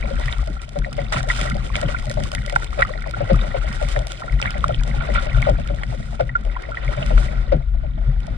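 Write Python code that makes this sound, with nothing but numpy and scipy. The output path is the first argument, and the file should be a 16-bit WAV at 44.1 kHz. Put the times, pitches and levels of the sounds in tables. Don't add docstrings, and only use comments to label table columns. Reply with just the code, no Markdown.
import sys
import numpy as np
from scipy import signal
from scipy.fft import rfft, irfft
from scipy.io import wavfile
from scipy.ndimage import uniform_filter1d

SR = 44100
rng = np.random.default_rng(int(sys.argv[2]) if len(sys.argv) > 2 else 0)


def int16_out(signal):
    q = np.round(np.clip(np.atleast_2d(signal).T, -1, 1) * 32767)
    wavfile.write(sys.argv[1], SR, q.astype(np.int16))


N = 369116
TIME_S = np.arange(N) / SR
BINS_HZ = np.fft.rfftfreq(N, 1 / SR)
SPLASH_RISE_S = 0.004

# time_s, boom_db, skin_db
ROCKING = [(0.0, -26, -30.5), (0.45, -21.5, -37.5), (0.7, -36.5, -36), (1.3, -24, -30.5), (2.1, -27, -29.5),
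           (2.7, -27, -32), (3.12, -29.5, -36), (3.5, -24, -33.5), (4.0, -22, -36.5), (4.16, -43, -37),
           (4.5, -26, -27.5), (5.45, -19, -29.5), (5.9, -27.5, -30), (6.72, -32.5, -39), (7.05, -20.5, -27),
           (7.75, -20.5, -39), (8.36, -26, -29)]
# peak_s, boom_db, skin_db
BUMPS = [(0.02, -17.5, -55), (0.264, -25, -21.5), (0.811, -18, -28), (1.598, -20, -25),
         (3.352, -12.5, -17.5), (3.978, -18, -23.5), (4.34, -13, -21), (4.793, -17.5, -25.5),
         (4.99, -15.5, -27), (5.35, -26, -16), (5.395, -21, -16.5), (6.233, -26, -20), (6.477, -16, -43),
         (6.882, -16.5, -22), (6.99, -37, -21), (7.162, -10.5, -40), (7.589, -16.5, -24),
         (8.088, -14.5, -17)]
# time_s, churn_db, spray_db
NOSE_WASH = [(0.0, -34, -51.5), (0.6, -45.5, -55.5), (0.93, -40.5, -57.5), (1.5, -35, -47), (2.2, -40, -48),
             (3.0, -37.5, -55), (4.2, -40, -58), (4.85, -37.5, -51.5), (5.7, -40, -56), (6.1, -46.5, -51.5),
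             (6.36, -48, -69), (6.65, -38.5, -59.5), (7.4, -41, -58.5), (7.7, -54, -81),
             (8.36, -43.5, -60.5)]
# time_s, ratio_db
BREAKUP = [(3.0, 6.5), (3.6, 3), (4.4, 6.5), (5.2, 4.5), (6.6, 0.5), (7.4, 0)]
# start_s, peak_db
NEAR_DROPS = [(0.197, -21), (1.755, -20.5), (1.814, -16.5), (2.097, -14.5), (2.35, -11.5), (2.497, -20),
              (2.56, -16), (2.81, -19.5), (3.111, -20.5), (4.070, -19), (4.416, -13)]
# peak_s, slosh_db, spray_db,
# fade_s
SPLASHES = [(0.212, -33, -46, 0.19), (1.001, -39, -40.5, 0.033), (1.125, -21, -30, 0.067),
            (1.288, -26, -35, 0.13), (1.349, -26.5, -37.5, 0.11), (1.74, -31, -45, 0.11),
            (1.885, -30.5, -47.5, 0.081), (2.33, -43, -39, 0.037), (2.792, -26.5, -44, 0.035),
            (4.074, -50.5, -43, 0.13), (4.418, -31.5, -49.5, 0.13), (5.151, -24.5, -48, 0.052)]
# start_s, level_db, pitch_hz, ring_cycles
PLOPS = [(0.281, -19, 1940, 13), (0.326, -16.5, 3510, 4.5), (0.846, -20.5, 1845, 6),
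         (0.99, -24.5, 1950, 6.8), (1.301, -10.5, 1920, 13), (1.755, -9, 3160, 2.2),
         (1.945, -16, 1440, 8.7), (2.351, -20, 1995, 6.4), (2.56, -4, 1574, 5.4), (2.562, -12.5, 840, 3.2),
         (2.821, -2, 1670, 3.1), (2.826, -6.5, 1976, 10.7), (2.848, -21, 1235, 15),
         (3.343, -20.5, 1240, 8.6), (3.412, -23, 3680, 15), (3.962, -13, 1744, 8.3), (4.4, -18, 1320, 2),
         (4.426, -12.5, 2800, 3.9), (4.457, -12.5, 1720, 11), (4.471, -19.5, 2120, 30),
         (4.641, -4.5, 1145, 3.3), (4.745, -17, 3070, 4.5), (5.157, -15.5, 1350, 6.6),
         (5.181, -16, 1380, 5.9), (5.269, -29, 2720, 14), (5.425, -14, 2190, 4.8), (5.834, -15, 1760, 1.9),
         (6.207, -16, 1440, 1.54), (6.293, -22.5, 1900, 9.3), (6.352, -9, 1427, 15.4), (6.564, -20, 994, 6),
         (6.717, -22.5, 1425, 10), (6.771, -18.5, 1860, 19), (6.878, -20, 2130, 5.6),
         (7.027, -20.5, 3010, 14), (7.178, -15.5, 1430, 2.1)]
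# time_s, clop_db, thud_db
SLAPS = [(0.476, -26, -30.5), (0.758, -18, -22), (0.982, -16, -26), (1.137, -24.5, -20),
         (1.393, -24.5, -25.5), (1.826, -18, -19.5), (2.172, -16.5, -27), (2.524, -20, -28),
         (2.788, -11.5, -47), (3.205, -15, -21.5), (3.3, -9.5, -11.5), (3.544, -14, -25.5),
         (3.815, -16.5, -34), (3.965, -15.5, -39), (4.692, -15, -24), (5.088, -17.5, -27),
         (5.468, -9.5, -32), (5.488, -10, -17.5), (5.699, -20, -27), (6.197, -9.5, -30.5),
         (6.975, -21, -32), (7.105, -18, -23), (7.522, -7.5, -17.5), (7.835, -29.5, -28.5)]
# start_s, length_s, slosh_db, final_spray_db
STROKES = [(3.154, 0.77, -38.5, -39.5), (4.948, 0.55, -36, -50), (6.807, 0.446, -36.5, -42.5)]

# centre_hz, width_hz, left_db, right_db
CASE_MODES = [(572, 201, 14, 2), (747, 117, 9.5, 11), (1415, 252, 13.5, 14.5), (1930, 80, 7.5, 4.5),
              (2345, 1360, 4, 10), (3036, 153, 7.5, 3.5), (3580, 345, 5, 5.5), (4990, 1060, -0.5, 4.5),
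              (8270, 990, -1.5, 6.5)]
# freq_hz, left_lead_rad
PORT_PHASE = [(280, -1), (430, -4.5), (730, -4), (840, -2), (1100, -1), (1700, -3), (2030, -7.5),
              (2600, -2.5), (3650, -7), (4600, -2.5), (6500, -3), (8500, -5.5)]
# freq_hz, gain_db
BOOM_SPECTRUM = [(10, -28), (25, -14), (43, 1), (53, -6), (66, -10), (1000, -160)]
SKIN_SPECTRUM = [(55, -9.5), (90, -8), (128, 2), (180, -12), (220, -8), (290, -23.5), (2000, -130)]
CHURN_SPECTRUM = [(150, -61), (330, 14.5), (480, 3.5), (1000, -2), (2100, -3.5), (2800, -10), (4200, -10),
                  (6000, -18), (9000, -68.5), (13000, -100)]
SPRAY_SPECTRUM = [(1500, -6.5), (3500, -0.5), (5000, -0.5), (6500, -2), (9600, -8.5), (10900, -21.5),
                  (13000, -25), (15500, -52)]
SLOSH_SPECTRUM = [(150, -49.5), (400, -6), (1150, 4.5), (2100, 0.5), (4400, -7.5), (11000, -83)]
SNAP_SPECTRUM = [(2500, 3), (9000, -12), (11500, -31), (15000, -56)]


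def amp(db):
    return 10 ** (np.asarray(db) / 20)


def unit_rms(x):
    return x / np.sqrt(np.mean(x ** 2) + 1e-20)


def unit_stereo(pair):
    return pair / np.sqrt(np.mean(abs(pair).max(1) ** 2))


def power_sum(gains):
    return np.sqrt(sum(gain ** 2 for gain in gains))


def at_hz(table, hz):
    freq_hz, value = np.transpose(table)
    return np.interp(np.log(hz + 1), np.log(freq_hz + 1), value)


def gain_curve(table, column):
    rows = np.array(table)
    return amp(np.interp(TIME_S, rows[:, 0], rows[:, column]))


def add(mix, start_s, sound):
    part = mix[:, max(round(start_s * SR), 0):][:, :sound.shape[1]]
    part += sound[:, :part.shape[1]]


def slow_noise(cutoff_hz):
    return unit_rms(irfft(rfft(rng.standard_normal(N)) / (1 + (BINS_HZ / cutoff_hz) ** 4), N))


def impacts(per_s, spread_db, limit=2.9):
    sizes = amp(spread_db * np.minimum(rng.exponential(1, N), limit))
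    return sizes * rng.choice([-1, 1], N) * (rng.random(N) < per_s / SR)


def stereo(x, width):
    return x + width * np.array([np.roll(x[::-1], k * SR) for k in (1, 2)])


def through_case(x, spectrum, size=4096, delay=512):
    hz = np.fft.rfftfreq(size, 1 / SR)
    case_db = sum(np.array([[left_db], [right_db]]) / (1 + (2 * (hz - centre_hz) / width_hz) ** 2)
                  for centre_hz, width_hz, left_db, right_db in CASE_MODES)
    db = case_db + at_hz(spectrum, hz)
    log_gain = np.log(amp(db.mean(0)))
    min_phase = -signal.hilbert(np.r_[log_gain, log_gain[-2:0:-1]]).imag[:len(hz)]
    phase = min_phase - np.outer([0, 1], at_hz(PORT_PHASE, hz))
    taps = np.roll(irfft(amp(db) * np.exp(1j * phase)), delay, 1)
    return signal.oaconvolve(np.atleast_2d(x), taps, axes=1)[:, delay:delay + x.shape[-1]]


def swell(peak_s, rise_s, fade_s):
    age_s = TIME_S - peak_s
    return np.clip(1 + age_s / rise_s, 0, 1) * np.exp(-np.clip(age_s / fade_s, 0, 20))


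def sway(spectrum, width, steady_s):
    common, left, right = irfft(rfft(rng.standard_normal((3, N))) * amp(at_hz(spectrum, BINS_HZ)), N)
    pair = common + width * np.array([left, right])
    power = (abs(signal.hilbert(pair)) ** 2).mean(0) / 2
    return pair / np.sqrt(uniform_filter1d(power, int(steady_s * SR)) + 1e-20)


def thumps(pitch_hz, rise_s, fade_s, column, waver=0.1086):
    strength = power_sum(amp(bump[column]) * swell(bump[0], rise_s, fade_s) for bump in BUMPS)
    loaded_hz = pitch_hz * (1 + waver * slow_noise(pitch_hz / 2))
    return strength * np.sqrt(2) * np.sin(2 * np.pi * np.cumsum(loaded_hz) / SR)


def hull():
    boom = sway(BOOM_SPECTRUM, width=0.19, steady_s=0.22) * gain_curve(ROCKING, column=1)
    boom += thumps(pitch_hz=42.3, rise_s=0.04, fade_s=0.064, column=1)
    skin = sway(SKIN_SPECTRUM, width=0.8, steady_s=0.12) * gain_curve(ROCKING, column=2)
    skin *= unit_rms(amp(3.5 * slow_noise(11)))
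    skin += thumps(pitch_hz=127, rise_s=0.017, fade_s=0.027, column=2)
    return boom * amp([[3.3], [-2.3]]) + skin * amp([[1], [-1]])


def bubble(pitch_hz, ring_cycles, rise, onset_cycles, quiver, size=2600):
    cycles = pitch_hz * TIME_S[:size]
    age = cycles / ring_cycles
    bend = 1 + rise * (np.minimum(age, 2) - .5) + quiver * rng.standard_normal(size)
    onset = 1 - np.exp(-(cycles / onset_cycles) ** 2)
    return np.sin(2 * np.pi * np.cumsum(pitch_hz * bend) / SR) * np.exp(-2 * age) * onset


def bubble_cloud(per_s, spread_db, ring_cycles=9):
    out, pitches_hz = np.zeros(N), np.geomspace(520, 5000, 48)
    for hz in pitches_hz:
        ring = bubble(hz, ring_cycles * (.5 + rng.random()), rise=0.04, onset_cycles=1, quiver=0.1)
        births = impacts(per_s * hz / pitches_hz.sum(), spread_db, limit=2.3)
        out += signal.oaconvolve(births, unit_rms(ring))[:N]
    return out


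def texture(x, spectrum, width):
    return unit_rms(through_case(stereo(x, width), spectrum))


def blend(grains, swish):
    ratio = gain_curve(BREAKUP, column=1)
    return (ratio * grains + swish) / np.sqrt((ratio ** 2 + 1) / 2)


def churn(surge, surge_db=3.0):
    bubbles = texture(bubble_cloud(per_s=200, spread_db=9), CHURN_SPECTRUM, width=0.54)
    foam = texture(rng.standard_normal(N), CHURN_SPECTRUM, width=0.87)
    return gain_curve(NOSE_WASH, column=1) * blend(bubbles, foam * amp(surge_db * surge))


def spray(strength, surge, surge_db=3.5):
    drops = amp(-1.5) * texture(impacts(per_s=450, spread_db=2), SPRAY_SPECTRUM, width=1)
    mist = amp(-2.5) * texture(rng.standard_normal(N), SPRAY_SPECTRUM, width=0.94)
    far_rain = amp(-65) * mist[:, ::-1]
    return strength * amp(surge_db * surge) * blend(drops, mist) + far_rain


def slosh(strength, gurgle_db=2.5, river_db=-55):
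    bubbles = texture(bubble_cloud(per_s=520, spread_db=3), SLOSH_SPECTRUM, width=0.89)
    gurgle = amp(gurgle_db * slow_noise(28))
    return bubbles * power_sum([strength * gurgle, amp(river_db)])


def splat(mean_fade_s=0.0014, size=1200):
    noise = stereo(rng.standard_normal(size), width=1)
    return noise * np.exp(-TIME_S[:size] / (mean_fade_s * (.5 + rng.random())))


def rain(spray_gain, per_s=32, patter_db=-46.5, spots=8):
    patter = np.zeros((2, N))
    for _ in range(spots):
        hits = impacts(per_s / spots, spread_db=6.5)
        patter += signal.oaconvolve(hits[None], splat(), axes=1)[:, :N]
    patter *= np.sqrt(spray_gain) * gain_curve(BREAKUP, column=1)
    out = amp(patter_db) * unit_rms(through_case(patter, SPRAY_SPECTRUM))
    for start_s, peak_db in NEAR_DROPS:
        tick = through_case(splat(), SPRAY_SPECTRUM)
        add(out, start_s, amp(peak_db) * tick / abs(tick).max())
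    return out


def splash_gains():
    sloshes, sprays = [], []
    for peak_s, slosh_db, spray_db, fade_s in SPLASHES:
        age_s = TIME_S - peak_s
        spill = np.clip(1 + age_s / SPLASH_RISE_S, 0, 1) * np.exp(-np.clip(age_s / fade_s, 0, 10) ** 2)
        sloshes.append(amp(slosh_db) * spill)
        sprays.append(amp(spray_db) * spill)
    return power_sum(sloshes), power_sum(sprays)


def splash_smacks(gain_db=8, fade_s=0.022, hardness=1.67):
    strength = power_sum(amp(gain_db + hardness * slosh_db) * swell(peak_s, SPLASH_RISE_S, fade_s)
                         for peak_s, slosh_db, _, _ in SPLASHES)
    return strength * texture(rng.standard_normal(N), SNAP_SPECTRUM, width=1)


def plops(gain_db=2, snap_s=0.0038, attack_s=0.00015):
    out = np.zeros((2, N))
    for start_s, level_db, pitch_hz, ring_cycles in PLOPS:
        ring = bubble(pitch_hz, ring_cycles, rise=0.011, onset_cycles=2.85, quiver=0.32)
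        t = TIME_S[:len(ring)]
        snap = 0.041 * rng.standard_normal(len(t)) * np.exp(-t / snap_s)
        plop = through_case(ring + snap, SNAP_SPECTRUM) * (1 - np.exp(-(t / attack_s) ** 2))
        add(out, start_s, amp(level_db + gain_db) * unit_stereo(plop))
    return out


def clop(pocket_hz, shake, ring_s=0.013, smack_s=0.011, onset_s=0.005):
    t = TIME_S[:len(shake)]
    decay = np.exp(-t / ring_s)
    sag = 1 + 0.21 * (decay - .5) + 0.095 * shake
    phase = 2 * np.pi * np.cumsum(pocket_hz * sag) / SR
    modes = np.sin(phase) + amp(-5) * np.sin(1.29 * phase)
    ring = modes * (1 + 0.3 * shake[::-1]) * decay
    smack = 0.6 * stereo(rng.standard_normal(len(t)), width=0.99) * np.exp(-t / smack_s)
    onset = 1 - np.exp(-t / onset_s)
    return unit_stereo(through_case((ring + smack) * onset, CHURN_SPECTRUM))


def thud(pocket_hz, shake, end_hz=105, max_fall_s=0.017, peak_s=0.036):
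    t = TIME_S[:len(shake)]
    fall_s = max_fall_s * (1 - .5 * rng.random())
    glide_hz = end_hz + (pocket_hz - end_hz) * np.exp(-t / fall_s)
    phase = 2 * np.pi * np.cumsum(glide_hz * (1 + 0.379 * shake)) / SR
    envelope = (t / peak_s * np.exp(1 - t / peak_s)) ** 7
    return np.sin(phase) * envelope * amp([[1], [-1]])


def slaps(clop_gain_db=3, thud_gain_db=2, lead_s=0.00303, lap_count=44, size=6000):
    out = np.zeros((2, N))
    wobble = slow_noise(375)
    laps_s = (np.arange(lap_count) + rng.random(lap_count)) / lap_count * N / SR
    wash_db = np.interp(laps_s, *np.transpose(NOSE_WASH)[:2])
    laps_db = .5 * wash_db - 4 - 6 * rng.random(lap_count)
    laps = [(time_s, db, db - 14) for time_s, db in zip(laps_s, laps_db)]
    for time_s, clop_db, thud_db in SLAPS + laps:
        shake = np.roll(wobble, -round(time_s * SR))[:size]
        pocket_hz = 530 - 4 * clop_db
        add(out, time_s - lead_s, amp(clop_db + clop_gain_db) * clop(pocket_hz, shake))
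        add(out, time_s, amp(thud_db + thud_gain_db) * thud(pocket_hz, shake))
    return out


def paddle_gains(catch_s=0.013, release_s=0.045, spray_db_per_s=32.5):
    sloshes, sprays = [], []
    for start_s, length_s, slosh_db, final_spray_db in STROKES:
        age_s = TIME_S - start_s
        pull = np.clip(age_s / catch_s, 0, 1) * np.exp(-np.clip((age_s - length_s) / release_s, 0, 20))
        remaining_s = np.maximum(length_s - age_s, 0)
        sloshes.append(amp(slosh_db) * pull)
        sprays.append(amp(final_spray_db - spray_db_per_s * remaining_s) * pull)
    return power_sum(sloshes), power_sum(sprays)


def scene():
    surge = slow_noise(19)
    splash_slosh, splash_spray = splash_gains()
    paddle_slosh, paddle_spray = paddle_gains()
    slosh_gain = power_sum([splash_slosh, paddle_slosh])
    spray_gain = power_sum([gain_curve(NOSE_WASH, column=2), splash_spray, paddle_spray])
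    water = churn(surge) + slosh(slosh_gain) + spray(spray_gain, surge) + splash_smacks()
    return hull() + slaps() + plops() + water + rain(spray_gain)


def record(dry, cutoff_hz=15600):
    lowpass = signal.firwin(511, cutoff_hz, window=("kaiser", 9), fs=SR)
    return signal.oaconvolve(dry, lowpass[None], "same")


dry = scene()
out = record(dry)
int16_out(out)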